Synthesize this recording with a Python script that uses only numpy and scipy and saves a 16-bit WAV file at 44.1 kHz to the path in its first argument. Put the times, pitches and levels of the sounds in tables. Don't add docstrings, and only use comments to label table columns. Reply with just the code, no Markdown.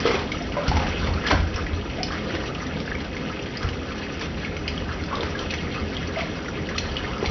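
import sys
import numpy as np
from scipy import signal
from scipy.fft import rfft, irfft
from scipy.io import wavfile

SR = 44100
rng = np.random.default_rng(int(sys.argv[2]) if len(sys.argv) > 2 else 0)


def master(y):
    cut = np.clip(np.atleast_2d(y).T, -1, 1)
    pcm = np.round(cut * 32767)
    wavfile.write(sys.argv[1], SR, pcm.astype(np.int16))


N = 321930
TIME = np.arange(N) / SR

# t/s, level/dB, rise/s, t60/s, spray low-pass f/Hz
SPLASHES = [(0.052, -22.5, 0.005, 0.41, 2100), (0.101, -25, 0.013, .12, 1600),
            (0.139, -25.5, 0.008, 0.17, 1500), (0.187, -34, .004, 0.081, 3000),
            (0.565, -34, .0055, .4, 600), (0.679, -29, 0.0032, .18, 3970), (0.745, -28, 0.025, 0.46, 1000),
            (0.865, -32.5, 0.0073, 0.12, 2600), (1.059, -25.5, 0.014, 0.1, 1600),
            (1.26, -24, 0.017, 0.23, 3200), (1.299, -15.5, 0.013, 0.056, 1400),
            (1.328, -27.5, 0.01, 0.33, 950), (2.336, -33, 0.011, 0.089, 1105),
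            (2.348, -30, 0.0035, 0.069, 2200), (4.21, -25.5, 0.0038, 0.14, 2400),
            (5.108, -33, 0.024, .25, 700), (5.215, -33, 0.017, 0.51, 1790),
            (6.165, -28.5, 0.035, 0.19, 1900)]
# t/s, f/Hz, level/dB, t60/s, plop re ring level/dB
POCKETS = [(0.053, 415, -5, 0.036, -7.5), (0.056, 1290, -18.5, 0.035, -6), (0.072, 436, -14, 0.052, -7),
           (0.092, 410, -17.5, 0.034, -9), (0.107, 440, -15.5, 0.022, -2), (0.142, 416, -15.5, 0.032, -6),
           (0.566, 575, -18.5, 0.14, -6), (0.567, 1000, -20.5, 0.051, -8), (0.629, 1320, -25, 0.063, 0.5),
           (0.666, 1390, -24.5, 0.032, -1), (0.714, 836, -12.5, 0.023, -7.5), (0.773, 810, -22, 0.025, -8),
           (1.3102, 1095, -12, 0.026, -4.5), (1.312, 1530, -14.5, 0.034, -6), (1.319, 651, -14.5, 0.074, 0),
           (1.323, 294, -16, 0.043, -4.5), (1.338, 1530, -20.5, 0.045, -6), (2.336, 326, -19.5, 0.045, -11),
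           (2.341, 536, -25, 0.026, 3), (3.298, 1310, -24, 0.051, -8), (5.127, 930, -24, 0.033, -9),
           (5.217, 420, -23, .06, -7), (5.35, 1645, -21, 0.049, -10), (7.226, 413, -13, 0.044, -8.5),
           (7.241, 780, -22, .04, -6)]
# t/s, length/s, first f/Hz, last f/Hz, level/dB
GURGLES = [(0.062, 0.05, 477, 490, -22.5), (0.115, 0.11, 1150, 950, -33.5), (0.576, 0.091, 605, 540, -32),
           (0.728, .14, 980, 700, -35), (1.074, 0.077, 880, 1120, -35), (1.236, 0.022, 1170, 1900, -32),
           (1.314, 0.064, 1550, 1390, -35), (1.559, 0.046, 1350, 1300, -35.5),
           (2.105, 0.048, 1400, 1800, -32.5), (3.618, 0.081, 1400, 1350, -36.5),
           (3.871, 0.053, 1750, 1150, -39.5), (4.891, 0.027, 1570, 1190, -31.5),
           (5.097, 0.027, 1650, 1300, -33.5), (5.165, 0.086, 620, 420, -31),
           (6.687, 0.051, 1900, 1150, -38), (7.07, 0.11, 925, 1400, -38)]
# t/s, length/s, first f/Hz, last f/Hz, level/dB
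BLOOPS = [(0.339, 0.025, 1253, 1310, -31), (0.399, 0.036, 680, 700, -31.5), (1.254, .016, 1640, 1700, -28),
          (1.58, 0.025, 1268, 1245, -28.5), (1.98, 0.026, 656, 680, -27), (1.998, 0.029, 745, 716, -29),
          (2.358, .02, 1900, 1760, -29.5), (5.124, 0.041, 1128, 1118, -24), (5.17, 0.023, 615, 556, -30),
          (5.206, 0.041, 414, 444, -25.5), (6.163, .042, 658, 663, -22), (6.22, 0.028, 660, 665, -25.5),
          (6.751, 0.015, 1180, 1230, -24.5), (7.163, 0.012, 1330, 1290, -31)]
# t/s, level/dB, contact/s
BUMPS = [(0.68, -10, 0.0046), (0.697, -19.5, 0.0036), (0.747, -17.5, 0.0063), (0.799, -19, 0.0072),
         (1.005, -18.5, 0.0054), (1.085, -16, 0.007), (1.121, -25, 0.0049), (1.321, -16.5, 0.014),
         (1.348, -17.5, 0.0064), (1.398, -17.5, .006), (1.54, -21, 0.012), (1.644, -23, 0.0075),
         (1.727, -21, 0.013), (2.33, -26, 0.0053), (2.908, -26, 0.0072), (3.643, -20.5, 0.0064),
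         (3.715, -27, 0.005), (7.273, -19.5, 0.0062)]
# t/s, ping level/dB, ping f/Hz, tick level/dB
DROPS = [(0.002, -24.5, 2450, -28.5), (0.077, -21, 2900, -31), (0.107, -20, 2200, -38),
         (0.143, -19, 2150, -39.5), (0.153, -20, 2550, -44), (0.191, -30, 3030, -35),
         (0.3183, -16, 2240, -28.5), (0.421, -27, 5430, -42), (0.5213, -22, 2700, -40),
         (0.6796, -24, 2080, -27), (0.765, -25, 2110, -42), (0.9582, -24.5, 3060, -51),
         (1.137, -23, 4200, -42), (1.2653, -11.5, 1760, -31), (1.274, -25, 5170, -29),
         (1.3158, -15, 1900, -24.5), (1.402, -27, 2290, -37), (1.541, -25, 2540, -38),
         (1.559, -20.5, 5500, -39), (1.6651, -19.5, 1940, -36.5), (1.9131, -32, 2960, -45.5),
         (2.0308, -16, 5140, -26.5), (2.802, -30, 2180, -32.5), (2.877, -18, 1640, -52),
         (2.9162, -16.5, 1730, -53), (2.9506, -19.5, 2280, -41.5), (3.166, -22.5, 2200, -38),
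         (3.392, -21, 2730, -53), (3.5712, -22, 4970, -31.5), (3.629, -21.5, 1570, -34.5),
         (3.6883, -24, 2840, -33), (4.211, -20, 1830, -35), (4.4473, -17, 2250, -37),
         (4.5664, -21.5, 2390, -37), (4.6783, -16, 2650, -23.5), (4.7775, -21, 3160, -44),
         (5.037, -27, 1740, -34.5), (5.153, -22, 3740, -33), (5.2069, -19, 3610, -37),
         (5.3901, -20.5, 3080, -32), (5.506, -22, 2500, -30.5), (5.538, -16.5, 2250, -29.5),
         (5.9492, -25, 3080, -45), (5.967, -21, 3150, -37), (6.16, -21.5, 2080, -47),
         (6.207, -19, 2330, -36), (6.482, -23, 1390, -39), (6.689, -22, 2020, -50),
         (6.78, -15.5, 2440, -28), (6.782, -17, 4200, -26.5), (6.9673, -15.5, 3060, -32),
         (7.259, -17.5, 2200, -26.5)]
# t/s, level/dB
CHURN_LEVEL = [(0.0, -33.5), (0.28, -36.5), (0.55, -36), (0.73, -33.5), (1.26, -34), (1.36, -38),
               (1.93, -37.5), (2.27, -34.5), (2.66, -37), (2.99, -37.5), (4.17, -37.5), (4.61, -37.5),
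               (4.96, -37), (5.35, -35.5), (5.65, -36.5), (7.3, -36)]
# f/Hz, level/dB
CHURN_COLOUR = [(500, -11.5), (750, -1.5), (950, -0.5), (1350, -1), (1700, 0), (2200, -3), (2700, -3),
                (3100, -6), (3700, -8), (4300, -10), (5000, -10.5), (6000, -11.5)]
# f/Hz, level/dB
DRONE_COLOUR = [(60, -1.5), (120, -5.5), (200, 4), (290, -0.5), (340, -0.5), (420, -3.5), (530, -1),
                (600, -7.5), (700, -7), (820, -11), (1500, -33.5)]
# t/s, level/dB
BOOM_LEVEL = [(0, -39.5), (1.9, -39.5), (2.9, -40.5), (3.3, -43), (4.15, -41), (4.8, -35), (5.3, -39),
              (5.85, -37), (6.6, -41), (6.9, -36.5), (7.3, -42)]
# f/Hz, width/Hz, level/dB
TUB_LOW = [(37, 6.6, -6.5), (54.5, 8.8, -4), (81.9, 11.6, 1)]
# f/Hz, width/Hz, level/dB
TUB_HIGH = [(127.5, 12, -2.5), (165.4, 5.8, 1.5), (187, 2, -10.5), (211, 3.44, 3), (257.1, 8.1, -1),
            (305.7, 13.3, -4), (353, 4.1, -13.5), (404.6, 12.6, -3), (472.3, 14, -8), (520, 18, -8.5)]
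# f/Hz, width/Hz, gain at the peak/dB
HOLLOW = [(1084, 35, -6), (1070, 36, 0), (1330, 84, 3), (1685, 99, 2), (2150, 150, 3.5), (2960, 170, 3),
          (3220, 110, 3.5), (4200, 110, 0.5)]

REMNANT_AFTER_T60, REMNANT_LOSS_DB, REMNANT_DETUNE_OCTAVES = 0.4, 9.5, 0.032
SATELLITE_DELAY_S, SATELLITE_PITCH_RATIO, SATELLITE_LOSS_DB = 0.004, 2.5, 18
SLOSH_DB, SLOSH_T60_S = -10, 0.95
DRIPS_PER_S, DRIP_PING_DB, DRIP_TICK_DB, DRIP_SPREAD_DB = 4, -31, -43, 2.5
DRIP_HZ, DRIP_SPREAD_OCTAVES = 2200, 0.35
DRONE_DB, DRONE_FOLLOWS = -31.5, 0.79
ROOM_T60_S, ROOM_DB = 0.38, -6.5
STOP_EDGE_HZ, CUTOFF_HZ = 6250, 7000


def from_db(db):
    return 10 ** (np.asarray(db) / 20)


def rms_one(x):
    return x / np.sqrt(np.mean(x ** 2) + 1e-20)


def peak_one(x):
    return x / (np.abs(x).max() + 1e-20)


def in_time(rows):
    s, db = np.transpose(rows)
    return np.interp(TIME, s, db)


def at_hz(points, hz):
    known_hz, db = np.transpose(points)
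    return np.interp(np.log(hz + 1e-9), np.log(known_hz), db)


def dying(t, t60):
    return np.exp(-np.log(1000) * t / t60)


def add(out, s, wave):
    start = max(0, round(s * SR))
    out[start:start + len(wave)] += wave[:max(0, N - start)]


def cut(x, hz, kind, order=2):
    return signal.sosfilt(signal.butter(order, min(hz, .45 * SR), kind, fs=SR, output="sos"), x)


def resonate(x, hz, width_hz):
    r = np.exp(-np.pi * width_hz / SR)
    zeros = np.array([1, 0, -1]) * (1 - r * r) / 2
    poles = [1, -2 * r * np.cos(2 * np.pi * hz / SR), r * r]
    return signal.lfilter(zeros, poles, x + 1e-18)


def drift(per_s):
    knots = rng.standard_normal(2000)
    return rms_one(np.interp(TIME * per_s, np.arange(len(knots)), knots))


def noise(spectrum):
    hz = np.arange(N // 2 + 1) * SR / N
    return rms_one(irfft(rfft(rng.standard_normal(N)) * from_db(at_hz(spectrum, hz)), N))


def shaken(modes):
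    push = rng.standard_normal(N + SR)
    ringing = sum((-1) ** k * from_db(db) * resonate(push, hz, width)
                  for k, (hz, width, db) in enumerate(modes))
    return rms_one(ringing[SR:])


def scatter(x, t60, echo_db):
    t = TIME[:SR // 2]
    echoes = rng.standard_normal(len(t)) * dying(t, t60) * (1 - dying(t, t60 / 10))
    return x + from_db(echo_db) * signal.fftconvolve(x, echoes / np.linalg.norm(echoes))[:len(x)]


def bubble(hz, t60, rise_per_s, pinch_s):
    t = TIME[:round(min(t60, .3) * SR) + 2]
    tone = np.sin(2 * np.pi * hz * (t + rise_per_s * t * t / 2))
    return tone * dying(t, t60) * (1 - np.exp(-t / pinch_s))


def splashes(grain_db, clump_db, spray_db, froth_db):
    out, t = np.zeros(N), TIME[:SR // 2]
    bubbles = fizz(per_s=1200, cycles=12, size_db=3.5, clump_db=1.5)
    for s, db, rise, t60, bright_hz in SPLASHES:
        grains = from_db(grain_db * np.minimum(rng.exponential(1, len(t)), 6))
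        droplets = rng.standard_normal(len(t)) * grains
        spray = cut(droplets, bright_hz, "low", order=1)
        spray = cut(cut(spray, 310, "high"), 6000, "low", order=4)
        froth = cut(np.roll(bubbles, -round(s * SR))[:len(t)], 2 * bright_hz, "low", order=1)
        clumps = from_db(clump_db * drift(140)[:len(t)])
        swell = np.minimum(t / rise, 1) * dying(np.maximum(t - rise, 0), t60)
        burst = from_db(spray_db) * rms_one(spray * clumps) + from_db(froth_db) * rms_one(froth)
        add(out, s, from_db(db) * swell * burst)
    return out


def pockets(rise_per_s, pinch_s, plop_width):
    out, t = np.zeros(N), TIME[:SR // 4]
    for s, hz, db, t60, plop_db in broken_pockets():
        rough = rng.standard_normal(len(t)) * dying(t, t60) * (1 - np.exp(-t / pinch_s))
        plop = resonate(rough, hz, plop_width * hz)
        add(out, s, from_db(db - 4.5) * peak_one(bubble(hz, t60, rise_per_s, pinch_s)))
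        add(out, s, from_db(db + plop_db) * peak_one(plop))
    return scatter(out, t60=0.017, echo_db=-11.5)


def broken_pockets():
    rows = []
    chance = rng.standard_normal((len(POCKETS), 2))
    for (s, hz, db, t60, plop_db), (detune, size) in zip(POCKETS, chance):
        remnant_hz = hz * 2 ** (REMNANT_DETUNE_OCTAVES * detune)
        satellite_hz = hz * SATELLITE_PITCH_RATIO * 2 ** (.2 * size)
        rows += [(s, hz, db, t60, plop_db),
                 (s + REMNANT_AFTER_T60 * t60, remnant_hz, db - REMNANT_LOSS_DB, t60, plop_db),
                 (s + SATELLITE_DELAY_S, satellite_hz, db - SATELLITE_LOSS_DB,
                  t60 / SATELLITE_PITCH_RATIO, plop_db)]
    return rows


def gurgles(per_s, spread_octaves, cycles):
    out = np.zeros(N)
    for s, length, first_hz, last_hz, db in GURGLES:
        string, places = np.zeros(N), np.arange(0, 1, 1 / max(per_s * length, 2))
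        for place, (late, detune, strength) in zip(places, rng.standard_normal((64, 3))):
            hz = first_hz * (last_hz / first_hz) ** place * 2 ** (spread_octaves * detune)
            ring = bubble(hz, cycles / hz, rise_per_s=2.5, pinch_s=0.00038)
            add(string, s + place * length + 0.002864 * abs(late), from_db(2.6 * strength) * ring)
        out += from_db(db) * string * np.sqrt(length * SR / (np.sum(string ** 2) + 1e-20))
    return scatter(out, t60=0.071, echo_db=-2.0)


def bloops(swell_share, flutter, flutter_per_s, shudder_db):
    out = np.zeros(N)
    for s, length, first_hz, last_hz, db in BLOOPS:
        place = TIME[:round(length * SR)] / length
        waver = 1 + flutter * drift(flutter_per_s)[:len(place)]
        hz = first_hz * (last_hz / first_hz) ** place * waver
        swell = np.sin(np.pi * np.interp(place, [0, np.clip(swell_share, .05, .9), 1], [0, .5, 1]))
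        level = from_db(db + shudder_db * drift(flutter_per_s)[:len(place)])
        add(out, s, level * swell * np.sin(2 * np.pi * np.cumsum(hz) / SR))
    return out


def bumps(damping, high_modes_db):
    out, rocking_power, t = np.zeros(N), np.zeros(N), TIME[:SR]
    for s, db, contact in BUMPS:
        push = np.sin(np.pi * np.minimum(t / contact, 1))
        low, high = (sum(from_db(mode_db) * resonate(push, hz, width * damping)
                         for hz, width, mode_db in modes) for modes in (TUB_LOW, TUB_HIGH))
        add(out, s, from_db(db) * peak_one(low + from_db(high_modes_db) * high))
        add(rocking_power, s, (from_db(db + SLOSH_DB) * dying(t, SLOSH_T60_S)) ** 2)
    return out + np.sqrt(rocking_power) * cut(shaken(TUB_LOW), 110, "low")


def drops(cycles, swell_s, tick_t60, tick_gain_db, ping_gain_db, crack_db, crack_t60):
    out, t = np.zeros(N), TIME[:SR // 8]
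    for s, db, hz, tick_db in DROPS + drips(count=100):
        impact = rng.standard_normal(len(t)) * (dying(t, tick_t60) + from_db(crack_db) * dying(t, crack_t60))
        tick = cut(cut(impact, 2300, "high"), 6000, "low", order=4)
        ping = np.sin(2 * np.pi * hz * t) * dying(t, cycles / hz) * (1 - np.exp(-t / swell_s))
        tick = peak_one(scatter(tick, t60=0.081, echo_db=-1.5))
        ping = peak_one(scatter(ping, t60=0.031, echo_db=3.0))
        add(out, s, from_db(tick_db + tick_gain_db) * tick)
        add(out, s, from_db(db + ping_gain_db) * ping)
    return out


def drips(count):
    when = rng.random(count) * count / DRIPS_PER_S
    rows = []
    for s, (size, pitch, impact) in zip(when, rng.standard_normal((count, 3))):
        if s < N / SR:
            rows.append((s, DRIP_PING_DB + DRIP_SPREAD_DB * size,
                         DRIP_HZ * 2 ** (DRIP_SPREAD_OCTAVES * pitch),
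                         DRIP_TICK_DB + DRIP_SPREAD_DB * impact))
    return rows


def churn(churn_db):
    fine = from_db(-2.5) * fizz(per_s=1100, cycles=15.8, size_db=4.0, clump_db=3.5)
    chirps = from_db(-10.5) * trickle(per_s=110, centre_hz=2209, spread_octaves=1.484, cycles=50, size_db=8.5)
    plinks = from_db(-8.5) * trickle(per_s=32, centre_hz=1900, spread_octaves=0.9, cycles=20, size_db=6.0)
    rush = from_db(-5) * cut(noise(CHURN_COLOUR), 550, "high")
    return from_db(churn_db + 0.22 * drift(27)) * (fine + chirps + plinks + rush)


def fizz(per_s, cycles, size_db, clump_db):
    pitches_hz = np.geomspace(650, 5800, num=30)
    born = np.flatnonzero(rng.random(N) < per_s * from_db(clump_db * drift(28)) / SR)
    chance = rng.random((len(born), 3))
    sizes = from_db(-size_db * np.log(np.maximum(chance[:, 0], .015))) * np.sign(chance[:, 1] - .5)
    dealt, out = (chance[:, 2] * len(pitches_hz)).astype(int), 0
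    for k, hz in enumerate(pitches_hz):
        clicks = np.zeros(N)
        clicks[born[dealt == k]] = sizes[dealt == k]
        ringing = rms_one(resonate(clicks, hz, 2 * hz / cycles))
        out = out + from_db(at_hz(CHURN_COLOUR, hz)) * np.sqrt(hz) * ringing
    return rms_one(scatter(out, t60=0.08, echo_db=2.5))


def trickle(per_s, centre_hz, spread_octaves, cycles, size_db):
    out = np.zeros(N)
    chance = rng.random((3000, 4))
    for when, pitch, strength, rise in chance[:round(per_s * N / SR)]:
        hz = centre_hz * 2 ** (spread_octaves * (2 * pitch - 1))
        level = from_db(size_db * strength + at_hz(CHURN_COLOUR, hz)) * np.sqrt(hz)
        add(out, when * N / SR, level * bubble(hz, cycles / hz, 7 * rise, 0.00015))
    return rms_one(scatter(out, t60=0.11, echo_db=-1.5))


def drone(drone_db, boom_db):
    body = from_db(-2.0) * noise(DRONE_COLOUR) + from_db(-3.0) * shaken(TUB_HIGH)
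    boom = cut(cut(shaken(TUB_LOW), 140, "low"), 35, "high", order=6)
    return from_db(drone_db) * cut(body, 64, "high") + from_db(boom_db + 4.5) * boom


def hollow(x):
    return x + sum((from_db(db) - 1) * resonate(x, hz, width) for hz, width, db in HOLLOW)


def scene():
    spatter = splashes(grain_db=4.5, clump_db=3.5, spray_db=-3.5, froth_db=-6.5)
    spatter = spatter + drops(cycles=18.5, swell_s=0.00054, tick_t60=0.025, tick_gain_db=11.0,
                              ping_gain_db=-4.0, crack_db=5, crack_t60=0.0025)
    gulps = pockets(rise_per_s=0.75, pinch_s=0.0025, plop_width=0.13)
    gulps = gulps + from_db(-3.5) * gurgles(per_s=130, spread_octaves=0.12, cycles=11.5)
    gulps = gulps + bloops(swell_share=0.35, flutter=0.042, flutter_per_s=220, shudder_db=2.5)
    wading = scatter(hollow(spatter) + gulps, t60=ROOM_T60_S, echo_db=ROOM_DB)
    knocks = cut(bumps(damping=0.93, high_modes_db=-3), 30, "high")
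    churn_db, boom_db = in_time(CHURN_LEVEL), in_time(BOOM_LEVEL)
    drone_db = DRONE_DB + DRONE_FOLLOWS * (churn_db - churn_db.mean())
    running = drone(drone_db, boom_db) + from_db(-0.5) * hollow(churn(churn_db))
    return (running + wading + knocks)[None]


def record(dry):
    dipped = dry - resonate(dry, 3920, 110)
    band_limit = signal.cheby2(24, 60, STOP_EDGE_HZ, fs=SR, output="sos")
    passed = signal.sosfilt(band_limit, dipped)
    strip = from_db(-12.5) * cut(dipped, 6850, "high", order=8)
    cutoff = signal.ellip(12, .2, 80, CUTOFF_HZ, fs=SR, output="sos")
    return signal.sosfilt(cutoff, passed + strip)


dry = scene()
out = record(dry)
master(out)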